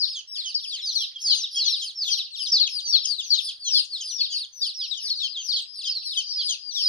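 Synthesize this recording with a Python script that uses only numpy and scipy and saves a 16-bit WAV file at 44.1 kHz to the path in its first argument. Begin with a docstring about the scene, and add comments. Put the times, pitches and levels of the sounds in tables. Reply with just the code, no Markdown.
"""A brood of chicks begs from a nest in a leafy tree, over a quiet outdoor hush made of noise bands.
A loud falling peep opens the scene; more overlap in surges, mostly falling tones with two overtones.
Short low rasps of chopped noise slip in, with one dull knock near 2.9 s; fainter chicks peep behind.
The loudest peep comes about two and a half seconds in, and the begging goes on to the end.
Leaves and branches smear every call into a short haze of sparse, dying echoes."""
import sys
import numpy as np
from scipy import signal
from scipy.io import wavfile
from scipy.ndimage import uniform_filter1d

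SR = 44100
rng = np.random.default_rng(int(sys.argv[2]) if len(sys.argv) > 2 else 0)


def master_out(mix):
    """Clip the mix to full scale and print it as 16-bit PCM to the path in sys.argv[1]."""
    frames = np.transpose(np.atleast_2d(mix))
    ceiling = np.clip(frames, -1, 1)
    pcm = np.round(ceiling * 32767).astype(np.int16)
    wavfile.write(sys.argv[1], SR, pcm)


N = 303408   # samples in the scene

# Hush: how strong each part of the range is against the rest (f/Hz, level per Hz/dB)
HUSH_SPECTRUM = [(30, -22.5), (90, -1), (150, -13.5), (260, -20.5), (700, -15.5), (1400, -13.5),
                 (6000, -21), (14000, -33.5)]
# How alike the hush is in the left and right ear (f/Hz, likeness/0-1)
HUSH_LIKENESS = [(60, 1), (300, .6), (1000, 0.73)]
# Short low sounds below the peeps: hoarse rasps, and one dull knock near 2.9 s
# (start t/s, length t/s, level/dB, centre f/Hz)
LOW_SOUNDS = [(0.046, 0.044, -67, 1870), (0.325, 0.17, -67.5, 2080), (0.756, 0.076, -60.5, 2180),
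              (1.254, 0.046, -69.5, 1970), (1.415, 0.038, -72.5, 1640), (1.096, 0.066, -70, 2150),
              (1.634, 0.097, -71, 2130), (2.003, 0.062, -68, 2100), (2.928, 0.056, -75, 950),
              (3.96, 0.024, -71.5, 1740), (4.31, 0.081, -73, 1670), (5.008, 0.13, -65.5, 2000),
              (5.558, 0.038, -74, 1810), (6.06, 0.05, -68, 2090), (6.35, 0.062, -71, 2150)]
# Near peeps (start t/s, end t/s, loudest moment/share of length 0-1, start f/Hz, loudest f/Hz, end f/Hz,
# peak level before flutter/dB, left minus right level/dB, extra overtone level/dB)
PEEPS = [(0, 0.048, 0.87, 5190, 4165, 3860, -19.5, 7.5, -28),
         (0.039, 0.097, 0.88, 4950, 4490, 4600, -32, 10.5, -4),
         (0.011, 0.17, 0.68, 5390, 5180, 3760, -35, -1, -5),
         (0.132, 0.202, 0.49, 3960, 3260, 2945, -34, -2, 7),
         (0.283, 0.414, 0.76, 5570, 4860, 4440, -33, 4.5, 3),
         (0.366, 0.419, 0.69, 4780, 4210, 3550, -29.5, 5.5, -4),
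         (0.351, 0.378, 0.38, 3900, 3380, 2760, -36, 9.5, -0.5),
         (0.425, 0.497, 0.49, 3940, 3124, 2925, -31, -4.5, 4.5),
         (0.466, 0.524, 0.64, 5280, 4750, 3940, -33, 0.5, 2),
         (.545, 0.588, 0.17, 5424, 5010, 4160, -23.5, 6.5, -21),
         (0.601, 0.715, 0.84, 5610, 4800, 4600, -33.5, 4.5, 6.5),
         (0.694, .762, 0.6, 4780, 3290, 2967, -30.5, 5, 3),
         (0.636, 0.656, 0.84, 3530, 3110, 2810, -34, 5, -3),
         (0.719, 0.817, 0.83, 5460, 3490, 3140, -35, 2, 1),
         (0.824, 0.922, 0.55, 5410, 4670, 3500, -27, -1, -4.5),
         (0.857, 0.949, 0.91, 6170, 5330, 5120, -37, 10, 4),
         (0.821, 0.86, 0.37, 4150, 3910, 3550, -33.5, 6.5, -10),
         (0.946, 0.988, 0.34, 5000, 4380, 3750, -23, 10, -1.5),
         (0.954, 1.029, 0.87, 6130, 5510, 4840, -31, 2.5, 9),
         (1.02, 1.057, 0.38, 4350, 4150, 3435, -26.5, 0.5, -4),
         (0.99, 1.036, 0.53, 3700, 3290, 3020, -28.5, -4, -5),
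         (1.155, 1.178, 0.36, 3480, 3224, 3255, -34, -2.5, -14),
         (1.202, 1.276, 0.3, 5600, 6100, 5550, -43.5, 7.5, 8),
         (1.199, 1.244, 0.65, 5300, 5460, 5220, -38.5, -1.5, 10.5),
         (1.215, 1.285, 0.97, 6400, 6350, 6100, -36, 4, -2),
         (1.228, 1.329, 0.4, 5550, 4680, 3636, -22.5, -0.5, -2.5),
         (1.298, 1.344, 0.61, 3400, 3100, 2950, -26.5, 6.5, -3),
         (1.299, 1.351, 0.2, 5050, 4700, 3710, -19, 9, -14),
         (1.345, 1.431, 0.9, 6350, 5380, 5200, -30, 2.5, 0),
         (1.337, 1.406, 0.6, 5310, 4685, 3500, -31.5, 10.5, 6),
         (1.436, 1.461, 0.13, 3900, 3920, 3230, -26, 1, -10),
         (1.52, 1.578, 0.68, 5580, 4830, 4100, -31, -1, 11),
         (1.567, 1.647, 0.52, 5750, 4434, 3746, -21.5, 0.5, -11),
         (1.556, 1.592, 0.7, 3256, 3297, 3100, -24, 3.5, -3),
         (1.649, 1.702, 0.42, 5030, 4310, 3600, -21.5, 9.5, -13),
         (1.651, 1.672, 0.86, 6270, 6000, 6400, -28, 2.5, 2),
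         (1.671, 1.74, 0.54, 5880, 5470, 4790, -26, 1.5, 2),
         (1.659, 1.688, 0.66, 3450, 3310, 2990, -30.5, 3, -16),
         (1.726, 1.756, 0, 4250, 4210, 3430, -21.5, 1, -26),
         (1.753, 1.828, 0.2, 5070, 4760, 3310, -34, 8.5, 4),
         (1.804, 1.909, 0.64, 5610, 4860, 3360, -33.5, 1, 8.5),
         (1.805, 1.854, 0.35, 4196, 3260, 3030, -30.5, 2.5, 3.5),
         (1.962, 2.051, 0.56, 5520, 4845, 3860, -26.5, .5, -26),
         (2.047, 2.093, 0.63, 3665, 3370, 2750, -30.5, 4.5, 5),
         (2.023, 2.093, 0.98, 6100, 5320, 6050, -40, 9.5, 16),
         (2.108, 2.149, 0.41, 5170, 4610, 3850, -20.5, 9.5, -1.5),
         (2.075, 2.137, 0.22, 4060, 3313, 3075, -29, 5.5, 1),
         (2.094, 2.145, 0.83, 6130, 5720, 5720, -26.5, 2.5, 6),
         (2.157, 2.189, 0.98, 5670, 5390, 5300, -33, 1.5, 11),
         (2.169, 2.187, 0.63, 3300, 3195, 2880, -29.5, 1.5, -13),
         (2.188, 2.22, 0.22, 4100, 4030, 3320, -26.5, 3, -10),
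         (2.316, 2.366, 0.65, 4510, 3850, 2970, -35, 8, 0),
         (2.359, 2.426, 0.57, 4930, 3170, 2917, -33, -2.5, 0),
         (2.368, 2.479, 0.72, 5530, 4766, 3250, -33, 15.5, 5.5),
         (2.438, 2.538, 0.48, 5400, 5140, 4370, -33, -3, -3),
         (2.473, 2.512, 0.7, 5960, 5870, 5560, -32.5, 8, -2),
         (2.534, 2.592, 0.9, 5980, 5800, 5150, -39, 4, 4.5),
         (2.461, 2.479, 0.78, 3810, 3265, 3190, -33, 4, 0.5),
         (2.52, 2.587, 0.3, 5670, 4870, 3547, -16, 2, -33),
         (2.599, 2.649, 0.25, 4840, 4400, 3690, -19, 9, -21),
         (2.662, 2.679, 0.93, 3400, 3185, 2830, -25.5, 4.5, -1),
         (2.696, 2.806, 0.75, 5545, 4660, 3200, -30, 10, 7),
         (2.804, 2.903, 0.59, 4900, 4650, 4230, -32, -3, -4),
         (2.862, 2.922, 0.72, 6020, 5640, 4950, -24, 4, -3.5),
         (2.926, 2.959, 0.86, 3680, 3350, 2835, -29.5, 1.5, -9),
         (2.927, 2.983, 0.2, 4736, 4484, 3570, -17.5, 9.5, -16),
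         (3.036, 3.146, 0.73, 5400, 4590, 4100, -27, 15, -0.5),
         (3.041, 3.065, 0.7, 3600, 3120, 3040, -33, 4.5, 9),
         (3.18, 3.212, 0.6, 4040, 3570, 3096, -25.5, 5, 1),
         (3.236, 3.332, 0.81, 6280, 5430, 4900, -37, 11, 4),
         (3.305, 3.354, 0.3, 4740, 4530, 3780, -17, 9, -16),
         (3.33, 3.374, 0.38, 3400, 3235, 2930, -37, 2.5, 10),
         (3.222, 3.306, 0.4, 6750, 6450, 5550, -45.5, 5.5, -10),
         (3.375, 3.402, 0.48, 3950, 3680, 3230, -24.5, 11.5, -3),
         (3.443, 3.514, 0.67, 5530, 4760, 3220, -33.5, 1.5, 4),
         (3.406, 3.491, 0.69, 5340, 4860, 3850, -34.5, 2, 17),
         (3.474, 3.506, 0.53, 3550, 3374, 2904, -32, 2.5, -4),
         (3.605, 3.71, 0.4, 4850, 4270, 3610, -34, 3.5, 6.5),
         (3.661, 3.697, 0.55, 3450, 3220, 2985, -30, 6.5, 3),
         (3.652, 3.695, 0.64, 6130, 6010, 5770, -27.5, 6, -2),
         (3.702, 3.792, 0.59, 5760, 4376, 3900, -18, 7, -12.5),
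         (3.749, 3.815, 0.66, 5400, 4950, 3900, -22, 7, 2),
         (3.741, 3.791, 0.5, 3690, 3447, 3060, -24, 6.5, -5),
         (3.821, 3.855, 0.37, 4920, 4490, 3100, -43.5, 9.5, 19),
         (3.907, 3.975, 0.6, 4830, 4160, 3440, -29, 3, 3.5),
         (3.993, 4.036, 0.39, 3660, 3236, 2955, -35.5, 2, 10),
         (4.022, 4.125, 0.69, 5470, 4760, 3140, -32, 1, 7),
         (3.962, 4.083, 0.85, 5150, 4850, 3580, -37.5, 2, 4),
         (4.096, 4.197, 0.32, 5910, 5910, 5220, -32.5, 10, -1.5),
         (4.192, 4.232, 0.5, 4790, 4445, 4130, -21.5, 5, -17),
         (4.23, 4.263, .3, 4650, 4300, 3300, -26.5, 6.5, -11),
         (4.188, 4.213, 0.75, 3650, 3420, 2810, -29, 3, -9),
         (4.304, 4.346, 0.51, 3400, 3190, 2936, -34.5, 1.5, 7),
         (4.31, 4.385, 0.62, 4790, 4510, 4010, -25.5, 5, -6),
         (4.334, 4.446, 0.66, 5300, 4750, 3350, -31.5, 1.5, 5.5),
         (4.534, 4.614, 0.88, 6200, 5630, 5500, -40, 8, 11.5),
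         (4.613, 4.655, 0.25, 4950, 4720, 3910, -23.5, 4.5, -13),
         (4.618, 4.675, 0, 4000, 3740, 2960, -30, 7, 5),
         (4.619, 4.709, 0.63, 5520, 4863, 3570, -30, 1, 4.5),
         (4.75, 4.86, 0.71, 5580, 4690, 3640, -29.5, -2.5, -7),
         (4.796, 4.858, 0.45, 4130, 3330, 2905, -33.5, 1, -50),
         (4.844, 4.922, 0.69, 5780, 5050, 4300, -37, 10, -5),
         (4.925, 5.008, 0.62, 4200, 3110, 2890, -36.5, 6, 5),
         (4.913, 4.943, 0.03, 4010, 3960, 3380, -29, 16.5, -6),
         (5.006, 5.099, 0.63, 5520, 4700, 3350, -30, 4, 7),
         (5.037, 5.109, 0.77, 5850, 5600, 4800, -34, 3.5, 4),
         (5.102, 5.136, 0.05, 4810, 4500, 4060, -21.5, 4, -10),
         (5.161, 5.272, 0.7, 4820, 3240, 3034, -27, 8.5, -6),
         (5.223, 5.268, 0.75, 4550, 4310, 4180, -29, 4, 1.5),
         (5.194, 5.333, 0.93, 5346, 4850, 4460, -39.5, 15.5, -26),
         (5.335, 5.416, 0.48, 4280, 3260, 3017, -30.5, 2, -9),
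         (5.389, 5.491, 0.89, 6140, 5340, 5460, -38, 11.5, 5),
         (5.39, 5.47, 0.47, 6500, 6300, 5900, -38, 4.5, -12),
         (5.486, 5.533, 0.1, 4910, 4870, 3280, -24, 10, -3),
         (5.525, 5.594, 0.09, 5270, 4670, 3550, -24, -2, -6),
         (5.554, 5.6, 0.36, 4000, 3224, 3100, -28.5, 4.5, 0),
         (5.566, 5.642, 0.65, 4840, 4060, 3700, -39, 10.5, 12.5),
         (5.63, 5.77, 0.7, 4960, 5050, 4020, -48, 20.5, -8),
         (5.743, 5.827, 0.64, 5540, 4500, 2930, -34.5, 1.5, 7.5),
         (5.809, 5.889, 0.86, 5120, 4620, 3870, -36, 14.5, -0.5),
         (5.824, 5.866, 0.6, 4740, 3611, 3370, -34, 3.5, 1),
         (5.853, 5.89, 0.81, 3200, 3142, 3040, -28.5, 3, -2.5),
         (5.864, 5.935, 0.54, 5480, 5060, 4306, -26.5, -2, -19),
         (5.952, 5.986, 0.2, 4650, 4335, 3994, -26.5, -1, -9.5),
         (6.03, 6.105, 0.59, 4740, 4150, 3740, -35, 9.5, 4),
         (6.042, 6.143, 0.68, 5630, 4320, 3010, -30, 4.5, 4.5),
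         (6.161, 6.205, 0.31, 3905, 3180, 3047, -23.5, 5.5, -1.5),
         (6.105, 6.214, 0.87, 5370, 4480, 3850, -36, 11, 6),
         (6.214, 6.335, 0.84, 4750, 4730, 3870, -33.5, 9, -27),
         (6.273, 6.387, 0.33, 5920, 5580, 3950, -34.5, 6, -15),
         (6.326, 6.423, 0.74, 5326, 4660, 3750, -25, -2.5, -22),
         (6.383, 6.435, 0.64, 3640, 3204, 3084, -31, -1, -9.5),
         (6.431, 6.514, 0.42, 5070, 4850, 3540, -26, 7.5, 0.5),
         (6.494, 6.565, 0.5, 5110, 4870, 2920, -36.5, 11, 4),
         (6.472, 6.542, 0.34, 4030, 3307, 2807, -30, 6, 11.5),
         (6.586, 6.727, 0.8, 5026, 4700, 3490, -39, 17.5, -14),
         (6.75, 6.816, 0.28, 4070, 3525, 2910, -29.5, 8.5, 0),
         (6.74, 6.849, 1, 5010, 4390, 4100, -29.5, 8, -6),
         (6.717, 6.873, 0.6, 5900, 5400, 3250, -29, 6, -1.5),
         (6.823, 6.899, 0.79, 5450, 4636, 4700, -18.5, -1.5, -11)]
# Throat and beak: strength of each overtone by where it falls, before a peep's own extra
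# (overtone f/Hz, level against the whistle/dB)
SECOND_PARTIAL = [(6300, -8), (7200, -25), (8300, -26.5), (9800, -21), (11000, -25.5), (12500, -35.5)]
THIRD_PARTIAL = [(9500, -31), (13000, -46)]

HUSH_DB, HUSH_SWAY_DB = -73, 1.5   # overall level; typical swelling and sinking of each band

# leaf echoes: a fast and a slow dying part, each with its time to fall 60 dB and its strength
LEAVES_T60_S, LEAVES_DB = 0.17, -6.5
LATE_T60_S, LATE_DB = 0.87, -22
LEAF_ECHOES_PER_S = 900   # separate echoes at first; they grow denser with delay
ECHO_CROSSING = 0.13   # share of each side's sound that the far side's leaves return
ECHO_PAN_DB = -4.0   # left minus right: denser leaves on the right

PULSE_HZ, LOW_WIDTH_HZ = 152.5, 720   # middle pulse rate, which wanders; width of the resonance

# fainter chicks: middle values that chance spreads out
FAINT_TOP_HZ, FAINT_END_HZ = 5560, 3240
FAINT_DB, FAINT_SPREAD_DB = -46.5, 3.5
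FAINT_SHORT_S, FAINT_EXTRA_S = 0.061 * 0.65, 0.061   # least length, and most that chance adds
FAINT_DELAY_S = .04   # latest start after the near peep's start
FAINT_PEAK_AT, FAINT_SLIDE_SHARE = 0.73, 0.38   # loudest moment, and how much of the fall is done by then
FAINT_FOLLOWS = 0.83   # dB of change for each dB of a near peep, which stirs the chicks behind

# most peeps slide down while they swell, a few rise slightly first; then the slope changes and they fade
ONSET_S, SWELL_DB, SWELL_CURVE = .016, 11.5, 1.26
FADE_DB, FADE_CURVE = 10.5, 3.22
SLIDE_CURVE, DROP_CURVE = 1.1, 1.2   # above 1 the pitch lingers before it moves on
LEAD_IN_SHARE = 0.034   # slope before the start, as a share of the downward slide that follows
# then the pitch plunges as the breath runs out
DIVE_S, DIVE_SPEEDUP = 0.02, 2.47
DIVE_LEAST, DIVE_MOST = 30500, 31300   # Hz per s
# a peep that is loudest early snaps in
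SNAP_BELOW, SNAP_S, SNAP_SWELL_DB = .31, .002, 4.0
# a high one that is loudest last hangs, then breaks sharply downward
BREAK_ABOVE, BREAK_FROM_HZ, HANG_CURVE = .88, 5600, 3.7
BREAK_HZ_PER_S, BREAK_S = 170000, 0.017

FLUTTER_DB, WOBBLE = 1.8, .005   # typical swing of level; of pitch, as a share
HOARSE_DB, RASP_DB = -25, -11   # breath noise: the overtones are hoarser than the whistle
PATCH_DB = 2.87   # typical swing of the overtones, which come in patches
OVERTONE_FADE_DB = 13   # the overtones give out first after the loudest moment
LAG_S_PER_DB = 1.6e-5   # a chick louder on the left also arrives there first
VOICE_FLOOR_HZ = 2220   # tiny throats radiate little below this

SQUARE_LAW = 0.006   # microphone bends peaks slightly
CUTOFF_HZ = 13150


def from_db(db):
    """Turn decibels into a plain multiplier."""
    return 10 ** (np.asarray(db) / 20)


def rms_one(x):
    """Scale a signal to an average strength (rms) of 1."""
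    return x / np.sqrt(np.mean(x ** 2) + 1e-20)


def at_hz(points, hz):
    """Read a table between its rows, along a log frequency scale."""
    table = np.array(points)
    return np.interp(np.log(hz), np.log(table[:, 0]), table[:, 1])


def drift(rate_hz, count):
    """Slow chance of spread 1: noise through a double one-pole low-pass."""
    r = np.exp(-2 * np.pi * rate_hz / SR)
    noise = rng.standard_normal((count, N + 4000))
    slow = signal.lfilter([1], [1, -2 * r, r * r], noise)[:, 4000:]   # skip the filter's settling
    return rms_one(slow)


def band_noise(top_hz, count):
    """Noise with a steep upper edge; spread 1."""
    low_pass = signal.butter(4, top_hz, fs=SR, output="sos")
    return rms_one(signal.sosfilt(low_pass, rng.standard_normal((count, N))))


def hush():
    """Far rumble and rustle: half-octave noise bands, partly shared by both ears."""
    out, edges = 0, 20 * 2 ** np.arange(0, 9.6, .5)
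    white, sway = rng.standard_normal((2, 2, N)), drift(5, count=3)
    for k, (low, high) in enumerate(zip(edges, edges[1:])):
        band = signal.butter(2, [low, high], "band", fs=SR, output="sos")
        mid, side = signal.sosfilt(band, white[k % 2])
        centre = np.sqrt(low * high)
        alike = np.clip(at_hz(HUSH_LIKENESS, centre), 0, 1)
        both_ears = np.sqrt(1 + alike) * mid + np.sqrt(1 - alike) * side * [[1], [-1]]
        level_db = at_hz(HUSH_SPECTRUM, centre) + HUSH_SWAY_DB * sway[k % len(sway)]
        out = out + from_db(level_db) * both_ears
    return from_db(HUSH_DB) * rms_one(out)


def foliage(x):
    """Countless leaf echoes: a fast and a slow dying noise, unrelated in the two ears."""
    s = np.arange(SR) / SR
    swell = np.clip(s / 0.0037, 0, 1) ** 2   # the echoes build up over the first few milliseconds
    shape = 0
    for t60, db in ((LEAVES_T60_S, LEAVES_DB), (LATE_T60_S, LATE_DB)):
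        tail = swell * from_db(-60 * s / t60)
        shape = shape + from_db(db) * tail / np.sqrt(np.sum(tail ** 2))
    first_chance = LEAF_ECHOES_PER_S / SR   # chance of an echo at each sample
    hits = rng.random((2, SR)) < first_chance * (1 + (s / .03) ** 2)
    sparse = hits * rng.standard_normal((2, SR))
    # divide by the crowding, so that denser echoes are not louder
    echoes = shape * sparse / np.sqrt(np.minimum(first_chance * (1 + (s / 0.032) ** 2), 1))
    crossed = (1 - ECHO_CROSSING) * x + ECHO_CROSSING * x[::-1]
    haze = signal.fftconvolve(crossed, echoes, axes=1)[:, :N]
    return from_db(ECHO_PAN_DB * np.array([[.5], [-.5]])) * haze


def low_sounds():
    """Rasps and one dull knock: noise chopped by uneven pulses, in a broad resonance."""
    out, noise = np.zeros(N), rng.standard_normal(N)
    pulse_hz = PULSE_HZ * from_db(2.9 * drift(28.67, count=1)[0])
    chop = np.maximum(np.sin(2 * np.pi * np.cumsum(pulse_hz) / SR), .15)   # never quite shuts
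    for start, length, level_db, hz in LOW_SOUNDS:
        i = np.arange(int(start * SR), min(int((start + length) * SR), N))
        edges = [hz - LOW_WIDTH_HZ / 2, hz + LOW_WIDTH_HZ / 2]
        resonance = signal.butter(2, edges, "band", fs=SR, output="sos")
        burst = signal.sosfilt(resonance, noise[i] * chop[i]) * np.hanning(len(i))
        out[i] += from_db(level_db) * rms_one(burst)
    return out


def faint_chicks():
    """Rows for chicks further back, three to each near peep: a slow slide that steepens at the end."""
    near = np.repeat(np.array(PEEPS), 3, axis=0)
    u = rng.random((len(near), 6))
    start = near[:, 0] + FAINT_DELAY_S * u[:, 0]
    top = FAINT_TOP_HZ * (1 + 0.18 * (u[:, 1] - .5))
    end = FAINT_END_HZ * (1 + .3 * (u[:, 2] - .5))
    loudest = top + FAINT_SLIDE_SHARE * (end - top)
    near_db = near[:, 6]
    level_db = FAINT_DB + FAINT_FOLLOWS * (near_db - near_db.mean()) + FAINT_SPREAD_DB * (u[:, 3] - .5)
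    length = FAINT_SHORT_S + FAINT_EXTRA_S * u[:, 4]
    pan_db, same = 14 * u[:, 5] - 8, np.ones(len(u))
    return np.column_stack([start, start + length, FAINT_PEAK_AT * same, top, loudest, end,
                            level_db, pan_db, -14.0 * same])


def peeps(rows):
    """Each peep is a fluttering near-sine with two weak overtones; most fall, a few rise slightly first."""
    out = np.zeros((2, N))
    flutter, wobble, breath = drift(87, count=4), drift(78, count=4), band_noise(990, count=4)
    for k, (start, end, peak_at, top_hz, peak_hz, end_hz, peak_db, pan_db, bright_db) in enumerate(rows):
        first = max(int((start - ONSET_S) * SR) - 20, 0)
        i = np.arange(first, min(int((end + DIVE_S) * SR) + 20, N))
        s, length, lane = i / SR - start, end - start, k % 4   # four lanes of chance, used in turn
        swell_s = length * np.clip(peak_at, .05, .95)
        fade_s, end_hz = length - swell_s, min(end_hz, peak_hz)
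        swelling = np.clip(s / swell_s, 0, 1)
        fading = np.clip((s - swell_s) / fade_s, 0, 1)

        # how this peep starts and ends
        snaps = peak_at < SNAP_BELOW
        breaks = peak_at > BREAK_ABOVE and top_hz > BREAK_FROM_HZ
        onset_s, swell_db = (SNAP_S, SNAP_SWELL_DB) if snaps else (ONSET_S, SWELL_DB)
        if breaks:
            fall, dive_s, slide = -BREAK_HZ_PER_S, BREAK_S, HANG_CURVE
        else:
            fall = np.clip((end_hz - peak_hz) / fade_s * DIVE_SPEEDUP, -DIVE_MOST, -DIVE_LEAST)
            dive_s, slide = DIVE_S, SLIDE_CURVE

        # pitch: gentle lead-in, slide, drop, final plunge, with rounded corners
        lead_in = max(top_hz - peak_hz, 0) / swell_s * LEAD_IN_SHARE
        pitch = np.where(s < swell_s, top_hz + (peak_hz - top_hz) * swelling ** slide,
                         peak_hz + (end_hz - peak_hz) * fading ** DROP_CURVE)
        pitch = pitch + fall * np.maximum(s - length, 0) - lead_in * np.minimum(s, 0)
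        pitch = uniform_filter1d(pitch, size=200, mode="nearest") * (1 + WOBBLE * wobble[lane, i])

        # loudness: a breaking peep does not fade before it breaks
        level_db = peak_db - swell_db * np.clip(1 - s / swell_s, 0, 1) ** SWELL_CURVE
        if not breaks:
            level_db = level_db - FADE_DB * fading ** FADE_CURVE
        edge = np.clip(np.minimum(1 + s / onset_s, 1 + (length - s) / dive_s), 0, 1)
        height = from_db(level_db + FLUTTER_DB * flutter[lane, i]) * np.sin(np.pi / 2 * edge) ** 2

        # hoarse overtones
        rasp = (1 + from_db(RASP_DB) * breath[lane - 1, i]) * from_db(PATCH_DB * flutter[lane - 1, i])
        rasp = rasp * from_db(-OVERTONE_FADE_DB * np.clip((s - swell_s) / (fade_s + dive_s), 0, 1))
        second = rasp * from_db(at_hz(SECOND_PARTIAL, 2 * pitch) + bright_db)
        third = rasp * from_db(at_hz(THIRD_PARTIAL, 3 * pitch) + bright_db)
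        air = 1 + from_db(HOARSE_DB) * breath[lane, i]   # air noise roughens the whistle

        for ear, sign in enumerate((1, -1)):   # left, right
            lead_s = sign * LAG_S_PER_DB * pan_db / 2
            turn = 2 * np.pi * (np.cumsum(pitch) / SR + pitch * lead_s)
            tone = air * np.sin(turn) + second * np.sin(2 * turn) + third * np.sin(3 * turn)
            out[ear, i] += np.sqrt(2) * from_db(sign * pan_db / 2) * height * tone
    return out


def scene():
    """The hush, the brood, the low sounds, and the echoes in the tree."""
    throat = signal.butter(6, VOICE_FLOOR_HZ, "high", fs=SR, output="sos")
    near = signal.sosfilt(throat, peeps(PEEPS) + 1e-18)
    far = signal.sosfilt(throat, peeps(faint_chicks()) + 1e-18)
    near_tree = near + far + low_sounds()
    return hush() + foliage(near_tree) + near_tree


def record(dry):
    """A slightly uneven diaphragm adds faint sum and difference tones; the top is cut."""
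    high_pass = signal.butter(2, 250, "high", fs=SR, output="sos")
    bent = signal.sosfilt(high_pass, dry ** 2)
    top_cut = signal.ellip(10, .5, 60, CUTOFF_HZ, fs=SR, output="sos")
    return signal.sosfilt(top_cut, dry + SQUARE_LAW * bent)


dry = scene()
out = record(dry)
master_out(out)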